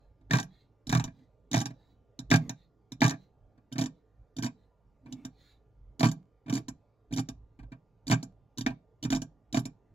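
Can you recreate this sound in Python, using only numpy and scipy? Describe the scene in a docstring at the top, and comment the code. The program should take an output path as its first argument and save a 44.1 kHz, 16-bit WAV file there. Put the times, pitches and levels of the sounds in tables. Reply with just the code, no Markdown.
"""A small room hums quietly; then fingers work the buttons of a computer mouse on a padded desk.
In a typical burst a light press trips the switch, a few hard blows land, the finger sticks and slips,
and the button springs back. Each contact excites the modes of desk, body, shell, switch and spring.
Between bursts skin brushes the plastic and the arm makes the desk rumble. At 3.4 s the hand moves to
the second button, which favours other resonances; the last of sixteen bursts ends near 9.7 s."""
import sys
import numpy as np
from scipy import signal
from scipy.fft import rfft, irfft, next_fast_len
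from scipy.io import wavfile
from scipy.ndimage import uniform_filter1d, map_coordinates

SR = 44100
rng = np.random.default_rng(int(sys.argv[2]) if len(sys.argv) > 2 else 0)


def log_audio(samples):
    """Write samples as a 16-bit WAV file to the path given in sys.argv[1]."""
    # one column per channel
    frames = np.atleast_2d(samples).T
    # limit to full scale, then quantise
    limited = np.clip(frames, -1, 1)
    pcm = np.round(limited * 32767).astype(np.int16)
    wavfile.write(sys.argv[1], SR, pcm)


N = 438354
THUD_T, CLICK_T = np.arange(SR // 5) / SR, np.arange(SR // 10) / SR  # time axes, t/s
BUTTON_CHANGE_S, SECOND_KNOCK_DB = 3.4, 7  # the second button rocks the body more on slip and release
MEDIUM_CLACK_DB = -28.5

# Spectra of room air, desk rumble, brushing skin and rubbing fingertip: f/Hz, relative density/dB
AIR_SPECTRUM = [(40, -23.5), (80, -9), (114, -3.5), (210, -14), (480, -12), (860, -19.5), (1300, -32.5),
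                (2000, -38.5), (4000, -48), (8000, -53.5), (16000, -57.5)]
RUMBLE_SPECTRUM = [(15, -10.5), (30, -9), (52, 8), (72, -12), (110, -1.5), (200, -36), (500, -62.5),
                   (2000, -120)]
BRUSH_SPECTRUM = [(900, -18), (2000, 2), (2900, -11), (4000, 6), (5200, -16.5), (7000, -15), (9000, -22),
                  (16000, -21)]
RUB_SPECTRUM = [(70, -21), (130, -4.5), (190, -21), (255, 5), (380, -15.5), (700, -25), (1300, -39),
                (2400, -41.5), (3200, -47), (8000, -57), (16000, -60.5)]
# The computer's hum and whine: f/Hz, level/dB
HUM_TONES = [(54, -75.5), (108, -76.5), (1200, -90), (1400, -94.5)]
# Reverberation time of the room: f/Hz, T60/s
ROOM_DECAY = [(120, 0.29), (500, 0.48), (1500, 0.21), (4000, 0.28), (12000, 0.093)]
# The arm shifts its weight, the hand brushes the shell, a fingertip rubs: t/s, duration/s, level/dB
ARM_SHIFTS = [(0.02, 0.061, -64), (0.97, .05, -52), (4.2, 0.017, -59), (4.55, 0.32, -67),
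              (5.15, 0.1, -63.5), (5.79, .02, -51.5), (6.74, 0.017, -58), (7.28, 0.098, -49),
              (7.62, 0.024, -55.5), (9.59, 0.088, -58.5)]
BRUSHES = [(0.01, .05, -86), (0.53, 0.09, -74), (1.17, 0.072, -78), (1.8, 0.12, -78), (2.59, 0.045, -76.5),
           (3.22, 0.016, -73), (3.95, 0.039, -87), (4.6, 0.054, -84.5), (5.41, 0.11, -67.5)]
RUBS = [(1.14, 0.092, -59.5), (2.41, 0.074, -42.5), (5.08, 0.196, -47.5), (6.55, 0.053, -39)]

# Low modes of the desk and of the mouse body on its pad: f/Hz, relative level/dB, T60/s
DESK_MODES = [(124.1, 11, 0.14), (143, -8, 0.26), (158.54, 0.5, 0.23), (185, -17.5, 0.5)]
BODY_MODES = [(238.3, 5, 0.081), (260.67, 10, 0.083), (291, -3, 0.11), (383, -23.5, 0.19)]
# Resonances of shell, switch housing and leaf spring; each wide last row is the contact's dry crack:
# f/Hz, bandwidth/Hz, relative level/dB, gain in the ring/dB, gain on the second button/dB
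SHELL_MODES = [(404, 26, -1, 7, 3), (667, 27, 9.5, -5, 3.5), (793, 69, 0.5, 1, -1), (984, 72, -3, -1, 2),
               (1151, 42, -5.5, 5.5, 1), (1350, 230, -9, 0.5, 1), (1590, 57, -5.5, 6, 1),
               (1680, 130, -4.5, -5, -8), (1815, 44, -1, -6, -1.5), (1916, 32, -6, -6.5, -14),
               (2364, 130, -7.5, 0, 3), (1680, 810, -12, -27.5, -1)]
SWITCH_MODES = [(2990, 180, -4.5, 3, 1), (3717, 270, 5, -2, -6.5), (4030, 330, -5.5, -4.5, -9.5),
                (4566, 200, -6, -0.5, -0.5), (3810, 940, -7.5, -27.5, -2.5)]
SPRING_MODES = [(5343, 520, -0.5, 2.5, -3.5), (5900, 600, 0.5, 0, -3.2), (7130, 320, -2, 5, 0),
                (10910, 1200, -12.5, 7, -2.2), (14700, 1200, -23.5, 0.5, 1.5),
                (6366, 1400, 0.5, -26.5, -8.5)]

# A finger lands hard on a button: t/s, shell clack/dB, desk thump/dB, body knock/dB
BLOWS = [(0.309, -25.5, -22.5, -31), (0.334, -22, -14.5, -32.5), (0.356, -33, -22.5, -27.5),
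         (0.385, -30.5, -31, -47.5), (0.898, -39, -32.5, -32.5), (0.926, -24.5, -17, -24.5),
         (0.95, -26.5, -17, -26.5), (0.975, -42.5, -22, -40), (0.997, -33.5, -42, -35.5),
         (1.542, -23.5, -17.5, -24.5), (1.567, -29.5, -19, -29.5), (1.612, -37.5, -41, -33),
         (2.314, -18.5, -15, -16), (2.339, -20, -13, -19.5), (2.359, -35.5, -26, -30.5),
         (3.018, -18.5, -19.5, -17), (3.042, -23, -14, -23), (3.063, -32, -39.5, -34.5),
         (3.108, -35.5, -30, -35.5), (3.787, -34, -23.5, -34.5), (3.815, -35, -58, -34),
         (4.384, -43.5, -28.5, -30.5), (4.433, -38, -30, -36), (4.463, -39, -47, -34.5),
         (6.007, -27.5, -26.5, -25.5), (6.03, -21.5, -13, -22.5), (6.043, -27, -32.5, -25.5),
         (6.056, -32, -15.5, -22.5), (6.497, -38.5, -25, -32), (6.526, -40, -32, -21.5),
         (6.576, -43, -39, -33.5), (7.125, -47.5, -26.5, -29.5), (7.182, -36, -23.5, -29.5),
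         (8.099, -33, -18, -26.5), (8.114, -23.5, -28.5, -29), (8.125, -27.5, -15, -25.5),
         (8.663, -27, -34, -22), (9.05, -41, -24.5, -27), (9.125, -28, -35.5, -25.5),
         (9.167, -43.5, -30.5, -33), (9.544, -27, -39, -23.5), (9.571, -30, -19.5, -21.5)]
# Switch snap and spring ping in a blow: level at a medium clack/dB, slope/(dB per dB of clack)
BLOW_RESPONSE = [(-40, 0.74), (-43, .35)]
# The finger drags down the button, sticking and slipping: t/s, duration/s, level/dB
STROKES = [(0.323, .05, -42), (0.915, .07, -43.5), (1.531, .09, -37.5), (2.312, .05, -37),
           (3.032, .075, -39), (3.781, .075, -42), (4.424, .04, -42), (6.052, .03, -41), (6.537, .04, -43),
           (7.162, .03, -42.5), (8.109, .03, -38), (9.103, .06, -40.5), (9.55, .05, -44.5)]
# Light presses that trip the switch, the button springing back, soft touches: t/s, level/dB
PRESSES = [(0.869, -46), (0.893, -37.5), (1.514, -42), (2.19, -44), (2.303, -39), (2.919, -46),
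           (3.006, -41.5), (3.724, -46.5), (4.365, -48.5), (5.124, -48), (5.995, -41), (7.136, -42.5),
           (8.068, -48), (8.079, -40.5), (8.574, -50), (8.583, -40), (8.609, -42), (9.027, -44),
           (9.037, -42), (9.527, -44.5)]
RELEASES = [(0.399, -36.5), (0.428, -46.5), (1.04, -38), (1.656, -36.5), (2.494, -37), (5.249, -44.5),
            (6.114, -43), (6.683, -42), (7.287, -43), (8.228, -44.5), (9.218, -42), (9.654, -42.5)]
TOUCHES = [(0.21, -60.5), (0.297, -46.5), (1.075, -40), (1.188, -64), (1.704, -41.5), (3.135, -37.5),
           (3.576, -58.5), (3.716, -43.5), (3.755, -33.5), (5.058, -45), (6.46, -43.5), (6.48, -35.5),
           (7.108, -41.5), (7.589, -45), (7.629, -48), (7.718, -39.5), (8.702, -34.5)]
# Gains by which each kind of contact shares its force: desk/dB, body/dB, shell/dB, switch/dB, spring/dB
SLIP_SHARES = (7.5, 4.5, -2, -4.5, -1)
PRESS_SHARES = (8.5, 7, -7, -2, -3)
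RELEASE_SHARES = (4.5, 0.5, -3, -7.5, -2.5)
TOUCH_SHARES = (0.5, -2.5, -10, -28, -38.5)

# Lead of the left microphone port over the right: f/Hz, phase/rad
PORT_LEAD = [(100, 6.5), (700, -1.38), (1000, 0.73), (1640, 5), (2330, 4.5), (4480, 8), (7240, 12),
             (12000, 15.5), (16000, 19)]
# Response common to both ports, and that of the left relative to the right: f/Hz, gain/dB
PORT_RESPONSE = [(100, 0), (300, 0.5), (360, -5), (425, 1), (520, -3), (7400, 2), (8600, -6.5), (10900, -3),
                 (12200, -2), (15500, -3.5)]
PORT_BALANCE = [(60, -2.5), (380, -2.5), (650, -4), (1300, 0.5), (2400, 2.5), (4400, -4.5), (8000, -0.5),
                (15000, -2.5)]


def amp(db):
    """Amplitude ratio: a factor of ten per 20 dB."""
    return 10 ** (np.asarray(db) / 20)


def unit_rms(x):
    """Power normalisation to rms 1."""
    return x / np.sqrt(np.mean(x ** 2) + 1e-20)


def unit_energy(x):
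    """Energy normalisation: each row carries as much as 10 ms at rms 1."""
    return x / np.sqrt(np.sum(x ** 2, axis=-1, keepdims=True) / (.01 * SR) + 1e-20)


def along(points, hz):
    """Interpolation of (f/Hz, value) points on a logarithmic frequency axis."""
    f, value = np.transpose(points)
    return np.interp(np.log(hz + 1), np.log(f + 1), value)


def filtered(x, response):
    """Linear filtering: the spectrum is multiplied by a frequency response."""
    size = next_fast_len(x.shape[-1] + SR // 50, real=True)
    return irfft(rfft(x, size) * response(np.fft.rfftfreq(size, 1 / SR)), size)[..., :x.shape[-1]]


def high_pass(x, hz, order):
    """Causal attenuation of the bass."""
    return signal.sosfilt(signal.butter(order, hz, 'high', fs=SR, output='sos'), x)


def add(track, start_s, sound):
    """Superposition of a sound on the track."""
    part = track[:, round(start_s * SR):][:, :sound.shape[-1]]
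    part += sound[..., :part.shape[1]]


def noise(spectrum, apart, patchy_db):
    """Partly coherent stereo noise of rms 1, patchy in time and frequency; apart weighs the unshared."""
    white = rng.standard_normal(N) + apart * rng.standard_normal((2, N))
    bins = signal.stft(white, nperseg=1024)[2]
    patches = uniform_filter1d(rng.standard_normal(bins.shape[1:]), size=4, axis=0)
    patches = unit_rms(uniform_filter1d(patches, size=12, axis=1))
    patchy = signal.istft(bins * amp(patchy_db * patches), nperseg=1024)[1][:, :N]
    return unit_rms(filtered(patchy, lambda hz: amp(along(spectrum, hz))))


def swells(rows, rise_db_per_s, fall_db_per_s):
    """Power summation of envelopes that rise exponentially, hold and decay."""
    t = np.arange(0, N / SR, .002)
    start, length, db = np.transpose(rows)[:, :, None]
    before, after = np.maximum(start - t, 0), np.maximum(t - start - length, 0)
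    gain = amp(db - rise_db_per_s * before - fall_db_per_s * after)
    return np.interp(np.arange(N) / SR, t, np.linalg.norm(gain, axis=0))


def room_tone():
    """Line spectrum over a continuous one: the computer's hum in the noise of the room air."""
    t = np.arange(N) / SR
    hum = sum(amp(db) * np.sqrt(2) * np.sin(2 * np.pi * (hz * t + rng.random())) for hz, db in HUM_TONES)
    return hum + amp(-68) * noise(AIR_SPECTRUM, apart=.4, patchy_db=3)


def desk_rumble(resting_db=-72, rock_s=.016, rock_db=-58.5, wobble_db=5, wobbles_per_s=9):
    """Forced vibration: the desk's wavering rumble swells under each arm shift and blow."""
    pushes = list(ARM_SHIFTS) + [(start, rock_s, rock_db) for start, *_ in BLOWS]
    weight = amp(resting_db) + swells(pushes, rise_db_per_s=260.5, fall_db_per_s=130)
    rumble = noise(RUMBLE_SPECTRUM, apart=.11, patchy_db=0)
    position = np.arange(N) / SR * wobbles_per_s
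    wobble = map_coordinates(rng.standard_normal(int(position[-1]) + 2), [position])
    return weight * amp(wobble_db * wobble) * rumble


def reverberation(x, coherent_below_hz=900):
    """Diffuse field: reflections decay exponentially and reach both ports alike in the bass."""
    hz, t, bins = signal.stft(rng.standard_normal((3, SR // 2)), SR, nperseg=256)
    apart = hz[:, None] / coherent_below_hz
    field = (bins[0] + apart * bins[1:]) / np.hypot(1, apart)
    decay = amp(-60 * t / along(ROOM_DECAY, hz)[:, None])
    tail = signal.istft(field * decay, SR, nperseg=256)[1]
    delayed = np.pad(x, ((0, 0), (SR // 100, 0)))
    return signal.fftconvolve(delayed, tail / np.linalg.norm(tail[0]), axes=1)[:, :N]


def skin_friction():
    """Sliding friction on matt plastic: a faint hiss under light load, a low rub under pressure."""
    hiss = noise(BRUSH_SPECTRUM, apart=.32, patchy_db=5)
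    hiss *= swells(BRUSHES, rise_db_per_s=228.5, fall_db_per_s=289)
    rub = noise(RUB_SPECTRUM, apart=.11, patchy_db=5.5)
    rub *= swells(RUBS, rise_db_per_s=452, fall_db_per_s=601)
    return hiss + rub


def slips(period_s=.0145, jitter_s=.0025, scatter_db=2, fade_db_per_s=25):
    """Stick-slip motion: nearly periodic slips that weaken along a stroke. Rows: t/s, level/dB."""
    grid = [(start, t, db) for start, length, db in STROKES for t in np.arange(0, length, period_s)]
    start, elapsed, db = np.transpose(grid)
    lateness, strength = rng.standard_normal((len(grid), 2)).T
    times = start + elapsed + jitter_s * lateness * (elapsed > 0)
    levels = db - fade_db_per_s * elapsed + scatter_db * strength
    return np.transpose([times, levels])


def finger_contacts():
    """Division of force among the parts. Rows: t/s, thump/dB, knock/dB, clack/dB, snap/dB, ping/dB."""
    rows = []
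    for start, clack, thump, knock in BLOWS:
        snap, ping = (db + slope * (clack - MEDIUM_CLACK_DB) for db, slope in BLOW_RESPONSE)
        rows.append((start, thump, knock, clack, snap, ping))
    kinds = [(PRESSES, PRESS_SHARES, 0), (TOUCHES, TOUCH_SHARES, 0),
             (RELEASES, RELEASE_SHARES, SECOND_KNOCK_DB), (slips(), SLIP_SHARES, SECOND_KNOCK_DB)]
    for events, shares, second_db in kinds:
        for start, db in events:
            thump, knock, clack, snap, ping = np.add(db, shares)
            knock += second_db * (start > BUTTON_CHANGE_S)
            rows.append((start, thump, knock, clack, snap, ping))
    return np.array(rows)


def excitation(contacts, contact_t60, ring_t60, apart, slide_t60=.03, slide_rise_s=.0045, trip_db=-63):
    """Impact excitation: a brief chatter coherent at both ports, then a partly coherent diffuse ring."""
    t = CLICK_T
    # a touch too light to trip the switch is a slide of skin: it swells softly and lasts longer
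    sliding = 1 / (1 + amp(contacts[:, -1:] - trip_db) ** 2)
    swell = 1 - np.exp(-t / (slide_rise_s * sliding + 1e-6))
    chatter_envelope = unit_energy(swell * amp(-60 * t / (contact_t60 + slide_t60 * sliding)))
    build_up = (1 - np.exp(-t / .0015)) ** 2
    ring_envelope = unit_energy(swell * amp(-60 * t / ring_t60) * build_up)
    white = rng.standard_normal((len(contacts), 4, len(t)))
    diffuse = (white[:, 1:2] + apart * white[:, 2:]) / np.hypot(1, apart)
    return white[:, :1] * chatter_envelope[:, None], diffuse * ring_envelope[:, None]


def thud(modes, attack_s, cut_hz):
    """Damped free vibration of heavy modes, set going by a soft fingertip."""
    t = THUD_T
    ring = sum(amp(db - 60 * t / t60) * np.sin(2 * np.pi * hz * t) for hz, db, t60 in modes)
    return high_pass(unit_energy(ring * (1 - np.exp(-t / attack_s))), cut_hz, order=6)


def clicks(contacts, modes, drive, ring_db, vary_db, tilt_db, cut_hz):
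    """Resonance: the modes of one part filter chatter and ring into one equal-energy click a contact."""
    hz, width, db, lasting_db, second_db = np.transpose(modes)
    start, _, _, clack_db, _, _ = contacts.T[:, :, None]
    # each button and each spot on it favours other resonances, and force tilts the spectrum
    spot_db = second_db * (start > BUTTON_CHANGE_S) + vary_db * rng.standard_normal((len(start), len(hz)))
    force = amp(clack_db - clack_db.max())
    chatter_gain = amp(db + spot_db + tilt_db * force * np.log2(hz / hz.mean()))
    ring_gain = chatter_gain * amp(ring_db + lasting_db)
    size = next_fast_len(len(CLICK_T) + SR // 50, real=True)
    f = np.fft.rfftfreq(size, 1 / SR)
    resonators = np.array([(-1) ** k * 1j * f * band / (centre ** 2 - f ** 2 + 1j * f * band)
                           for k, (centre, band) in enumerate(zip(hz, width))])
    chatter, ring = (rfft(x, size) for x in drive)
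    spectrum = chatter * (chatter_gain @ resonators)[:, None] + ring * (ring_gain @ resonators)[:, None]
    port_phase = np.exp(-1j * np.array([[0], [1]]) * along(PORT_LEAD, f))
    sound = irfft(spectrum * port_phase, size)[..., :len(CLICK_T)]
    return unit_energy(high_pass(sound, cut_hz, order=4))


def mouse(ping_lag_s=.00091):
    """Modal superposition: a contact sounds desk, body, shell and switch, and just after, the spring."""
    contacts = finger_contacts()
    desk = thud(DESK_MODES, attack_s=.002, cut_hz=125.3)
    body = thud(BODY_MODES, attack_s=.0069, cut_hz=105)
    drive = excitation(contacts, contact_t60=.0053, ring_t60=.098, apart=.77)
    clacks = clicks(contacts, SHELL_MODES, drive, ring_db=0, vary_db=3, tilt_db=1.5, cut_hz=540)
    drive = excitation(contacts, contact_t60=.006, ring_t60=.049, apart=2)
    snaps = clicks(contacts, SWITCH_MODES, drive, ring_db=-2, vary_db=4, tilt_db=-1.5, cut_hz=3700)
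    drive = excitation(contacts, contact_t60=.012, ring_t60=.056, apart=2.4)
    pings = clicks(contacts, SPRING_MODES, drive, ring_db=-1, vary_db=2.5, tilt_db=-6.5, cut_hz=4400)
    track = np.zeros((2, N))
    for contact, shell, switch, spring in zip(contacts, clacks, snaps, pings):
        start, thump, knock, clack, snap, ping = contact
        add(track, start, amp(thump) * desk + amp(knock) * body)
        add(track, start, amp(clack) * shell + amp(snap) * switch)
        add(track, start + ping_lag_s, amp(ping) * spring)
    return track


def scene():
    """Direct and reverberant fields: close to the mouse, its direct sound dominates the quiet room."""
    direct = mouse()
    return direct + amp(-27) * reverberation(direct) + skin_friction() + room_tone() + desk_rumble()


def record(dry, top_hz=15850):
    """Frequency response: each microphone port has its own colour, and both share one band limit."""
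    def response(hz):
        sides = np.array([[.5], [-.5]])
        colour = amp(along(PORT_RESPONSE, hz) + sides * along(PORT_BALANCE, hz))
        band_limit = .5 - .5 * np.tanh((hz - top_hz) / 150)
        return colour * band_limit
    return filtered(dry, response)


dry = scene()
out = record(dry)
log_audio(out)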